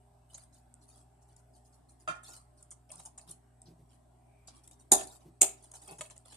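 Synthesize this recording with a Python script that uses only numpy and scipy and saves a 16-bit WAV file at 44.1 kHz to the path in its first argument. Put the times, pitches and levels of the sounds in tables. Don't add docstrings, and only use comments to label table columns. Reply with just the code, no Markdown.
import sys
import numpy as np
from scipy import signal
from scipy.io import wavfile
from scipy.ndimage import uniform_filter1d

SR = 44100
rng = np.random.default_rng(int(sys.argv[2]) if len(sys.argv) > 2 else 0)


def digitize_waveform(pressure):
    field = np.atleast_2d(pressure).T
    bounded = np.clip(field, -1, 1)
    quanta = np.round(bounded * 32767).astype(np.int16)
    wavfile.write(sys.argv[1], SR, quanta)


N = 280812


def amp(db):
    return 10 ** (np.asarray(db) / 20)


def unit(x):
    return x / np.sqrt(np.mean(x ** 2) + 1e-20)


def sized(x, db, size):
    return x * amp(db) * np.sqrt(2 * size) / (np.linalg.norm(x) + 1e-20)


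def read(points, hz):
    f, value = np.transpose(points)
    return np.interp(np.log(hz + 1), np.log(f + 1), value)


def add(mix, s, sound):
    part = mix[:, round(s * SR):][:, :sound.shape[-1]]
    part += sound[..., :part.shape[-1]]


def colour(x, points, size=2048):
    log_gain = np.log(amp(read(points, abs(np.fft.fftfreq(size, 1 / SR)))))
    spectrum = np.exp(np.conj(signal.hilbert(log_gain)))
    response = np.fft.ifft(spectrum).real[:size // 2]
    return signal.fftconvolve(x, response[None] / np.linalg.norm(response), axes=1)[:, :N]


def pair(size, alike):
    shared, own = rng.standard_normal(size), rng.standard_normal((2, size))
    alike = np.clip(alike, 0, 1)
    return np.sqrt(alike) * shared + np.sqrt(1 - alike) * own


def ring(modes, lag=.0002, vary_db=0):
    t = np.arange(SR) / SR
    total = np.zeros((2, SR))
    for k, (hz, db, t60) in enumerate(modes):
        decay = amp(db + vary_db * rng.standard_normal() - 60 * t / t60)
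        port_time = t + lag * rng.uniform(-1.8, 1, (2, 1))
        total += (-1) ** k * decay * np.sin(2 * np.pi * hz * port_time)
    return total


def shade(x, spread=.002, depth=0.65, count=4):
    echoes = np.zeros((2, int(spread * SR) + 4))
    echoes[:, 0] = 1
    at = rng.integers(3, echoes.shape[1], count)
    echoes[:, at] = depth * (rng.choice([-1, 1], count) + .5 * rng.standard_normal((2, count)))
    return signal.fftconvolve(x, echoes / np.linalg.norm(echoes, axis=1, keepdims=True), axes=1)


def wander(per_s):
    return np.interp(np.arange(N) / SR * per_s, np.arange(256), rng.standard_normal(256))


def patchy(x, depth_db, patch_s, patch_hz):
    z = signal.stft(x, SR, nperseg=1024)[2]
    field = rng.standard_normal(z.shape[1:])
    field = uniform_filter1d(field, max(1, round(patch_s * SR / 512)), axis=1)
    field = unit(uniform_filter1d(field, max(1, round(patch_hz * 1024 / SR)), axis=0))
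    return signal.istft(z * unit(amp(depth_db * field)), SR, nperseg=1024)[1][:, :N]


PORT_LAG_S = .00022


def from_right(x):
    return np.array([np.pad(x[0], (round(PORT_LAG_S * SR), 0))[:x.shape[1]], x[1]])


def kitchen(x, treble_t60=0.21, middle_t60=0.32, bass_t60=0.45, near_t60=0.099, near_db=3, mono_hz=450,
            first_per_s=700, thicken_s=.04):
    t = np.arange(SR // 2) / SR
    density = np.minimum(first_per_s / SR * (1 + (t / thicken_s) ** 2), 1)
    present = rng.random((2, len(t))) < density
    onset = np.clip(t / 0.0018 - 1, 0, 1)
    echoes = rng.standard_normal((2, len(t))) * present / np.sqrt(density) * onset
    hz, at, z = signal.stft(echoes, SR, nperseg=256)
    alike = np.exp(-(hz[:, None] / mono_hz) ** 2)
    z[1] = alike * z[0] + np.sqrt(1 - alike ** 2) * z[1]
    t60 = read([(400, bass_t60), (2000, middle_t60), (8000, treble_t60)], hz)[:, None]
    decay = amp(-60 * at / t60) + amp(near_db - 60 * at / near_t60)
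    tail = signal.istft(z * decay, SR, nperseg=256)[1]
    return signal.fftconvolve(x, tail / np.linalg.norm(tail, axis=1, keepdims=True), axes=1)[:, :N]


# (f/Hz, rms level/dB)
HUM = [(59.4, -67.5), (119.9, -68), (161, -82), (241, -78.5), (403, -83), (603, -83.5), (645, -87),
       (725, -79.5), (768, -83.5), (804, -86.5)]
# (f/Hz, level/dB)
RUMBLE = [(20, -20), (45, -2), (65, 0.5), (100, -2), (150, -0.5), (250, -22.5), (1000, -72)]
# (f/Hz, level/dB)
AIR = [(100, -26), (170, -16.5), (205, -12), (250, 1), (400, -4.5), (500, -17.5), (620, -2.5), (800, -2.5),
       (1150, -13.5), (2300, -23.5), (4000, -27), (6800, -28), (8100, -16), (10000, -25.5), (12500, -28.5),
       (14000, -47.5)]


def background(waver=0.15, air_db=-70, rumble_db=-75, flutter_db=4, steady_hz=250):
    t = np.arange(N) / SR
    hum = np.zeros((2, N))
    for hz, db in HUM:
        loose = 1 - np.exp(-(hz / steady_hz) ** 2)
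        phase = 2 * np.pi * (hz * t + rng.random())
        phase = phase + waver * np.sqrt(hz / HUM[0][0]) * wander(per_s=2.7)
        flutter = amp(loose * flutter_db * wander(per_s=5))
        hum += amp(db) * unit(flutter * np.sin(phase + loose * rng.uniform(-1.3, 1, (2, 1))))
    air = colour(pair(N, 0.19), [(30, -22.0)] + AIR)
    air = unit(patchy(air, depth_db=3.0, patch_s=.12, patch_hz=170))
    rumble = unit(colour(pair(N, 1.0), RUMBLE, size=8192))
    return hum + amp(air_db) * air + amp(rumble_db) * rumble


# (start t/s, length/s, f/Hz)
WHINE = (4.1, 0.65, 2350)


def whine(level_db=-80, width_hz=120):
    s, length, hz = WHINE
    out, size = np.zeros((2, N)), round(length * SR)
    swell = pair(size, 0.34) * np.hanning(size)
    tone = signal.lfilter(*signal.iirpeak(hz, hz / width_hz, SR), swell)
    add(out, s, sized(tone, level_db, size / 2))
    return out


# (t/s, level/dB, length/s)
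BUMPS = [(0.328, -74, 0.058), (2.058, -53, 0.058), (2.893, -65.5, 0.13), (3.259, -61, 0.087),
         (3.637, -58, 0.12), (3.768, -61.5, 0.08), (5.228, -56.5, 0.092), (5.863, -60, 0.095),
         (5.979, -57.5, 0.049)]
# (f/Hz, level/dB)
BUMP = [(40, -45), (90, -20), (165, 4.5), (200, -16), (270, -21), (335, -6.5), (420, -18), (900, -44)]


def bumps():
    out = np.zeros((2, N))
    for s, db, length in BUMPS:
        size = round(length * SR)
        push = pair(size, 1.0) * np.hanning(size)
        add(out, s, sized(colour(push, BUMP, size=4096), db, size / 2))
    return out


def scrape(body, length, db, slips_per_s=600, uneven_db=4):
    size = round(length * SR)
    count = 2 + int(slips_per_s * length)
    slips = np.zeros((1, size))
    heights = rng.choice([-1, 1], count) * amp(uneven_db * rng.standard_normal(count))
    slips[0, rng.integers(0, size, count)] = heights
    return sized(signal.fftconvolve(slips * signal.windows.tukey(size, .5), body, axes=1), db, size)


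# (t/s, length/s, dish level/dB, stock level/dB)
DRAGS = [(4.977, 0.056, -52.5, -55.5), (5.719, 0.047, -67, -88), (5.803, .06, -67, -73),
         (5.863, .085, -54, -61.5), (6.312, 0.043, -73, -67.5)]
# (t/s, length/s, level/dB)
WIPES = [(2.262, 0.094, -64.5)]


def drags(damped_t60=0.2, left_db=-2, room_db=-8):
    out = np.zeros((2, N))
    dish = ring(THUD, lag=.0001) * amp(-60 * np.arange(SR) / SR / damped_t60)
    for s, length, dish_db, stock_db in DRAGS:
        add(out, s, scrape(dish, length, dish_db))
        add(out, s, scrape(ring(STOCK, lag=.00007, vary_db=3.5), length, stock_db))
    for s, length, db in WIPES:
        add(out, s, scrape(ring(BOWL, lag=.00006), length, db))
    return from_right(out) * amp([[left_db], [0]]) + amp(room_db) * kitchen(out)


# (t/s, level/dB)
TAPS = [(2.903, -58.5), (3.194, -61), (4.933, -44.5), (4.989, -50), (5.011, -47), (5.428, -39.5),
        (5.441, -47.5), (6.0095, -39), (6.053, -56), (6.063, -61.5), (6.099, -59)]
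# (f/Hz, level/dB, t60/s)
STOCK = [(606, -3, 0.079), (686, -5, 0.057), (1120, -9, 0.022), (1247, -5.5, 0.041), (1782, -6, 0.043),
         (2210, -3.5, 0.033), (2600, -1, 0.035), (2905, -4.5, 0.029), (3286, -5, 0.04), (4360, -11, 0.046)]


def taps(room_db=-11):
    out = np.zeros((2, N))
    for s, db in TAPS:
        add(out, s, amp(db) * ring(STOCK, lag=.00007, vary_db=3))
    return out + amp(room_db) * kitchen(out)


# (t/s, peak level of the ping's envelope/dB, f/Hz, decay/s)
POPS = [(.3455, -45.5, 6580, 0.0017), (.345, -51.5, 4040, 0.0015), (0.381, -48, 8400, .0008),
        (0.379, -74, 3660, 0.0034), (.741, -39.5, 8370, 0.00024), (2.3378, -48, 10400, 0.00019),
        (2.707, -36, 9060, 0.00032), (2.714, -40, 8250, 0.00037), (2.722, -50, 8600, 0.0033),
        (2.903, -50, 8900, 0.0027), (2.918, -38, 8900, .0006), (2.9562, -43.5, 8850, .001),
        (2.998, -46, 8750, 0.0011), (3.0603, -43.5, 8900, 0.0012), (3.181, -38.5, 9040, 0.00053),
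        (3.183, -53, 7040, 0.0026), (3.195, -48, 8200, 0.00066), (3.312, -38, 9100, 0.0014),
        (3.618, -42.5, 8350, .0005), (4.899, -65, 8740, 0.00055), (5.7172, -49, 6770, .0008),
        (5.7392, -48, 6270, 0.0013), (5.753, -48.5, 6550, 0.0017), (5.911, -33.5, 9900, 0.00023),
        (5.9853, -53, 6750, .0012), (6.0089, -31, 8700, 0.00052), (6.1, -47, 7440, 0.00053),
        (6.179, -38, 8260, 0.00029)]


def pops(snap_db=-13, snap_s=.0004, room_db=-10, lag=.00002):
    out, t = np.zeros((2, N)), np.arange(SR // 25) / SR
    for s, db, hz, decay in POPS:
        envelope = t / decay * np.exp(1 - t / decay)
        ping = envelope * np.sin(2 * np.pi * hz * (t + lag * rng.uniform(-0.86, 1, (2, 1))))
        snap = colour(pair(len(t), 0.46) * np.exp(-t / snap_s), BRISTLES)
        add(out, s, amp(db) * ping)
        add(out, s, amp(db + snap_db) * snap)
    return out + amp(room_db) * kitchen(out)


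def bubbles(length, hz, per_s=450, spread=0.147, cycles=11, lag=.00004):
    t = np.arange(round((length + .01) * SR)) / SR
    out = np.zeros((2, len(t)))
    count = 2 + int(per_s * length)
    for at in (np.arange(count) + rng.random(count)) / count * length:
        pitch = np.clip(hz * np.exp(spread * rng.standard_normal()), 3000, 10800)
        age = np.maximum(t - at - lag * rng.uniform(0, 2.57, (2, 1)), 0) * pitch
        height = rng.uniform(0.65, 1, (2, 1)) * np.exp(-at / length)
        out += height * age / cycles * np.exp(-2 * age / cycles) * np.sin(2 * np.pi * age)
    return out


# (t/s, level/dB, length/s, slap relative to base/dB, centre of the butter's fizz f/Hz)
SMACKS = [(0.343, -43, 0.015, -13, 7600), (0.376, -49, 0.01, -7.5, 9160), (1.363, -53.5, 0.0058, -27, 8670),
          (2.232, -67, .005, 0, 8200), (2.296, -61, 0.0045, -14, 8800), (2.334, -53, 0.011, -6, 6500),
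          (2.367, -55, 0.0039, -13, 8900), (2.625, -48, 0.0064, -19, 9000),
          (2.709, -46.5, 0.017, -12, 8200), (2.89, -61.5, 0.012, 3, 8560), (2.915, -41, 0.0081, -15, 8850),
          (2.956, -47.5, 0.0047, -14, 8900), (2.995, -48.5, 0.011, -3.5, 8160),
          (3.051, -43.5, .018, -17.5, 8460), (3.176, -45.5, 0.013, -8, 8300), (3.29, -51, 0.011, -20, 9300),
          (3.309, -41, 0.008, -22, 9400), (3.617, -54.5, .004, -14, 8760), (3.656, -63, 0.027, -9, 5020),
          (4.473, -53.5, 0.023, -9.5, 5050), (4.472, -50, 0.02, -7, 8100),
          (4.675, -46.5, 0.0047, -11.5, 9250), (4.711, -48, 0.004, -10, 9000),
          (4.982, -45.5, .006, -4, 8000), (5.007, -42, 0.006, -2, 8700), (5.026, -49, 0.0094, -3.5, 8460),
          (5.07, -44, 0.0082, -24, 8150), (5.639, -52, 0.0089, -10, 9100), (5.714, -45, 0.0049, -14, 8900),
          (5.736, -49, 0.0097, -5.5, 8800), (5.751, -51, 0.011, -5.5, 8200),
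          (5.817, -51, 0.014, -11.5, 8940), (5.983, -46.5, 0.016, -7, 8260), (6.01, -36.5, 0.01, -5, 8800),
          (6.101, -50, 0.02, -4, 8360), (6.161, -55, 0.0085, -3, 8650), (6.255, -53, 0.0062, -3.5, 9100),
          (6.32, -52, 0.011, -2, 8800)]
# (f/Hz, level/dB)
SLAP = [(100, -15.5), (250, 3.5), (450, -3.5), (700, 7), (1100, -1), (1700, -6), (2500, -8), (3800, -3.5),
        (6000, -7.5), (12000, -34)]


def smacks(grain_db=6.0, skirt_db=-12, room_db=-7, rise_share=0.52, fizz_db=-5.0, bubble_db=-2):
    out = np.zeros((2, N))
    for s, db, length, slap_db, hz in SMACKS:
        fizz = [(1000, -35), (hz * 0.52, skirt_db), (hz * 0.56, -5), (hz, 0), (hz * 1.23, -6),
                (hz * 1.37, -19), (14000, -44)]
        t, size = np.arange(round(2 * length * SR)) / SR, length * SR * 0.39
        swell = np.minimum(t / (rise_share * length), 1) * np.exp(-(t / length) ** 2)
        grains = amp(grain_db * np.minimum(rng.exponential(1, len(t)), 4))
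        crackle = shade(pair(len(t), 0.4) * grains * swell)
        add(out, s, sized(bubbles(length, hz), db + bubble_db, size))
        add(out, s, sized(colour(crackle, fizz), db + fizz_db, size))
        add(out, s, sized(colour(crackle, SLAP), db + slap_db, size))
    return out + amp(room_db) * kitchen(out)


CLUMP_S, CLUMP_ATTACK_S, CLUMP_RELEASE_S = .022, 0.019, 0.018


def bristle_drive(length, grain_db=6, flicks_per_s=1100):
    t, out = np.arange(round(4 * CLUMP_S * SR)) / SR, np.zeros((2, SR // 3))
    count = max(2, round(length / CLUMP_S))
    for along in (np.arange(count) + rng.uniform(0, .5, count)) / count:
        sizes = amp(grain_db * np.minimum(rng.exponential(1, len(t)), 3.5))
        flicks = np.interp(t * flicks_per_s, np.arange(len(t)), sizes)
        burst = np.minimum(t / CLUMP_ATTACK_S, 1) * np.exp(-t / CLUMP_RELEASE_S)
        add(out, along * length, shade(pair(len(t), 0.12) * flicks * burst))
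    return out


# (start t/s, length/s, hiss level/dB, rub level/dB)
STROKES = [(0.296, 0.042, -61, -69.5), (0.387, 0.056, -60.5, -71), (0.524, 0.058, -65.5, -101),
           (0.809, 0.032, -64.5, -91), (0.878, 0.14, -63, -73), (1.28, 0.059, -70.5, -78),
           (1.546, 0.033, -65.5, -74), (2.236, 0.14, -51.5, -60.5), (2.39, 0.035, -66.5, -74),
           (2.574, .035, -65.5, -75), (2.92, .015, -53.5, -56.5), (2.968, 0.067, -56, -64.5),
           (3.048, 0.026, -59, -61.5), (3.205, 0.017, -57, -64), (3.274, 0.057, -54.5, -62),
           (3.887, 0.071, -70.5, -72), (4.49, 0.096, -70, -67.5), (4.975, 0.069, -46, -51.5),
           (5.076, 0.084, -55.5, -66), (5.2, 0.031, -66, -70.5), (5.571, .14, -67.5, -75.5),
           (5.624, 0.029, -59, -73.5), (5.739, 0.037, -52, -63), (5.791, 0.18, -61, -69),
           (5.877, 0.054, -51.5, -63.5), (6.031, 0.029, -54, -64), (6.125, 0.083, -70.5, -77.5),
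           (6.248, 0.055, -60.5, -65.5), (6.297, 0.055, -55, -60)]
# (start t/s, end t/s, from dab to dab/s, hiss level/dB)
DABS = [(1.216, 1.6, 0.16, -65), (1.652, 1.8, 0.075, -64), (1.889, 2.05, 0.11, -60),
        (4.555, 4.87, .08, -59.5)]
DAB_S, DAB_RUB_DB = 0.017, -10
# (f/Hz, level/dB)
BRISTLES = [(1500, -35), (4000, -9.5), (5500, -6.5), (7000, -2), (8700, 4.5), (10000, -1.5), (11500, -11.5),
            (12900, -12), (13700, -42)]
# (f/Hz, level/dB)
RUB = [(150, -14.5), (300, 6), (500, -3.5), (750, 11.5), (1200, 1.5), (2000, -6.5), (3400, -1),
       (4600, -1.5), (6500, -2.5), (9000, -25.5)]


def strokes(rub_db=2.0, room_db=-5, crackle_db=-8, crackle_hz=5600):
    dabs = [(s, DAB_S, db, db + DAB_RUB_DB)
            for start, end, gap, db in DABS for s in np.arange(start, end, gap)]
    out, crackle = np.zeros((2, 2, N))
    for s, length, db, press_db in STROKES + dabs:
        drive, size = bristle_drive(length), length * SR / 2
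        early = s - CLUMP_ATTACK_S / 2
        add(out, early, sized(colour(drive, BRISTLES), db, size))
        add(out, early, sized(colour(drive, RUB), press_db + rub_db, size))
        popping = bubbles(length, crackle_hz, per_s=300, spread=.28, cycles=20)
        add(crackle, s, sized(popping, db + crackle_db, size))
    wet = amp(room_db) * kitchen(out + crackle)
    return crackle + patchy(out + wet, depth_db=4.5, patch_s=.05, patch_hz=260)


# (t/s, scrape level/dB, ring level/dB)
CLINKS = [(2.075, -32.5, -38), (2.0829, -35.5, -39), (2.0895, -43, -42.5), (2.1, -41, -47.5),
          (2.15, -48.5, -61)]
# (f/Hz, level/dB, t60/s)
BOWL = [(629, 5.5, 0.055), (716, 4.5, 0.22), (1071, 1.5, 0.27), (1273, 10, 0.074), (1274, -5, 0.59),
        (1317, 2, 0.42), (1410, 11, 0.18), (1428, 3.5, 0.4), (1726, -2.5, 0.48), (1853, -8, 0.43),
        (2100, -5, 0.33), (2392, -3, 0.12), (2444, -12, 0.27), (2700, 0.5, 0.11), (3144, -4, 0.21),
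        (3784, -14, 0.23), (4650, -5, 0.067), (6400, -5, 0.062), (7400, -1, .04)]
# (f/Hz, level/dB)
CLINK_TICK = [(100, -21), (300, -12.5), (500, -13), (700, -11), (1400, -1), (2100, -13), (3200, -12),
              (4000, -17.5), (8500, -14.5), (10500, -22), (13000, -59)]


def clinks(tick_t60=0.085, ring_room_db=-4, tick_room_db=-1, left_db=-2.5, rise=0.0024, damp_db=-5,
           damp_s=0.029):
    rings, ticks = np.zeros((2, 2, N))
    t = np.arange(SR) / SR
    soft = np.minimum(t / rise, 1)
    damping = amp(damp_db * np.minimum(t / damp_s, 1) ** 2)
    for s, tick_db, ring_db in CLINKS:
        add(rings, s, amp(ring_db) * soft * damping * ring(BOWL, lag=0.00006, vary_db=1.5) / 2)
        tick = shade(pair(SR, 0.64) * soft * amp(-60 * t / tick_t60))
        add(ticks, s, amp(tick_db) * colour(tick, CLINK_TICK) / 2)
    wet = kitchen(amp(ring_room_db) * rings + amp(tick_room_db) * ticks)
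    return (from_right(rings + ticks) + wet) * amp([[left_db], [0]])


# (f/Hz, level/dB)
BOOM = [(100, -29.5), (220, -11.5), (400, 2.5), (530, -5.5), (780, -2), (1100, -13.5), (1600, -15),
        (2200, -26), (5000, -50.5)]


def booms(boom_db=-13, t60=0.18, rise_s=0.0096, left_db=-3):
    out, t = np.zeros((2, N)), np.arange(SR // 3) / SR
    for s, clack_db, squeak_db, thud_db, *rest in KNOCKS:
        shudder = pair(len(t), .8) * np.minimum(t / rise_s, 1) * amp(-60 * t / t60)
        add(out, s, sized(colour(shudder, BOOM), thud_db + boom_db, SR / 50))
    return from_right(out) * amp([[left_db], [0]])


SQUEAK_FROM_HZ, SQUEAK_TO_HZ = 6750, 8720


def squeak(length, slips_per_s=850, depth=0.38, first=0.95, bend=1.663):
    along = np.linspace(0, 1, round(length * SR))
    hz = SQUEAK_FROM_HZ + (SQUEAK_TO_HZ - SQUEAK_FROM_HZ) * along ** bend
    slips = 1 - depth * np.cos(2 * np.pi * slips_per_s * length * along ** bend)
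    force = (first + (1 - first) * along) * slips * signal.windows.tukey(len(along), .15)
    return force * np.sin(2 * np.pi * (np.cumsum(hz) / SR + rng.uniform(0, 0.31, (2, 1))))


# (t/s, clack level/dB, squeak level/dB,
# thud level/dB, slip-off thud level/dB, rim ring level/dB, chattering contact length/s,
# force at first touch 0-1 before chatter, level of the clack sent to the room/dB)
KNOCKS = [(4.917, -13.5, -24.5, -24, -23.5, -42, 0.00909, 0.7, -1.5),
          (5.413, -15, -16, -38.5, -31.5, -36.5, .0075, 0.15, -3.5)]
# (f/Hz, level/dB)
CLACKS = [
    [(600, -17.5), (1300, -24), (1800, -23), (2100, -26.5), (3300, -27.5), (3650, -12.5), (4300, -17),
     (5700, -15.5), (6800, 1), (7550, -3.5), (7850, -16.5), (8300, -1.5), (9500, 0.5), (10100, -8),
     (11000, -5), (12500, -19), (13800, -46)],
    [(600, -22.5), (1300, -21), (1850, -28.5), (2250, -12.5), (3500, -18), (4400, -18), (5200, -16),
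     (6350, -11.5), (6750, 0.5), (7550, -0.5), (7850, -10), (8150, 0), (9400, -1.5), (10700, -15.5),
     (12100, -10.5), (12700, -22), (13800, -42)],
]
# (f/Hz, level/dB, t60/s)
THUD = [(196.6, -12.5, 0.13), (234, -10.5, 0.13), (278, -11, 0.07), (311, -7, .12), (377, -7, .08),
        (393.2, -1.5, 0.17), (434, -8.5, 0.15), (468, -9.5, 0.19), (597, -6, 0.2), (672, -7, 0.27),
        (686, -7, 0.15), (756, 1.5, 0.14), (799, 1, 0.13), (837, -1, 0.11), (933, -11.5, .1),
        (986, -4.5, 0.12), (1132, -15, 0.19), (1430, -15, .14), (1600, -17.5, 0.13)]
# (f/Hz, level/dB)
PUSH = [(60, -25.5), (160, -23.5), (240, -2), (400, 7.5), (520, -16.5), (700, -9), (830, 0.5), (1100, -28),
        (2000, -44), (6000, -61.5)]
# (f/Hz, level/dB, t60/s)
RIM = [(1810, -17, 0.13), (2310, -8.5, 0.22), (2580, -11, 0.16), (2616, -6, 0.26), (2840, -7.5, 0.19),
       (3390, -5, 0.2), (3500, -4, .11), (3644, -1.5, 0.11), (6735, 2.5, 0.17), (7300, 1, .2),
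       (7350, 2.5, .19), (8161, 2.5, .15), (8500, 6, .11), (9400, 0.5, .15)]


def knocks(thud_rise=0.00033, thud_lead=0.003005, thud_room_db=-10, thud_left_db=-3, graze_db=-24,
           graze=.004, push_db=1.0, chatter_db=3, bite_s=0.0006, settle_s=.003, settle_db=-9):
    clacks, echoes, thuds = np.zeros((3, 2, N))
    soft = np.minimum(np.arange(SR) / SR / thud_rise, 1)
    for knock, tone in zip(KNOCKS, CLACKS):
        s, clack_db, squeak_db, thud_db, slip_db, rim_db, length, first_touch, room_db = knock
        size, t = round(length * SR), np.arange(SR // 25) / SR - graze
        pressing = np.interp(t, [-graze, 0, bite_s, length], [0, amp(graze_db), first_touch, 1])
        settling = amp(settle_db) * np.exp(-abs(t - length) / settle_s)
        force = np.where(t < length, pressing, settling)
        force = force * amp(chatter_db * np.minimum(rng.exponential(1, len(force)), 4))
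        clack = sized(colour(pair(len(force), 0.28) * force, tone), clack_db, size)
        add(clack, graze, sized(squeak(length), squeak_db, size))
        add(clacks, s - graze, clack)
        add(clacks, s + length / 2, amp(rim_db) * soft * ring(RIM, lag=.00005, vary_db=0.5) / 2)
        add(echoes, s - graze, amp(room_db) * clack)
        thud = ring(THUD, lag=0.0001) * soft / 2
        add(thuds, s - thud_lead, amp(thud_db) * thud)
        add(thuds, s + length, amp(slip_db) * thud)
        shove = colour(np.ones((2, 1)), PUSH)
        add(thuds, s + length / 2, sized(shove, thud_db + push_db, size))
    thuds = from_right(thuds) * amp([[thud_left_db], [0]])
    return clacks + thuds + kitchen(echoes + amp(thud_room_db) * thuds)


def scene():
    surroundings = background() + whine()
    brushing = bumps() + drags() + taps() + pops() + smacks() + strokes()
    return surroundings + brushing + clinks() + booms() + knocks()


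EDGE_HZ = 15800


def record(dry):
    heard = signal.sosfilt(signal.butter(6, 13300, fs=SR, output="sos"), dry)
    band = signal.firwin(255, EDGE_HZ, window=("kaiser", 9), fs=SR)
    return signal.oaconvolve(np.clip(heard, -1, 1), band[None], "same")


dry = scene()
out = record(dry)
digitize_waveform(out)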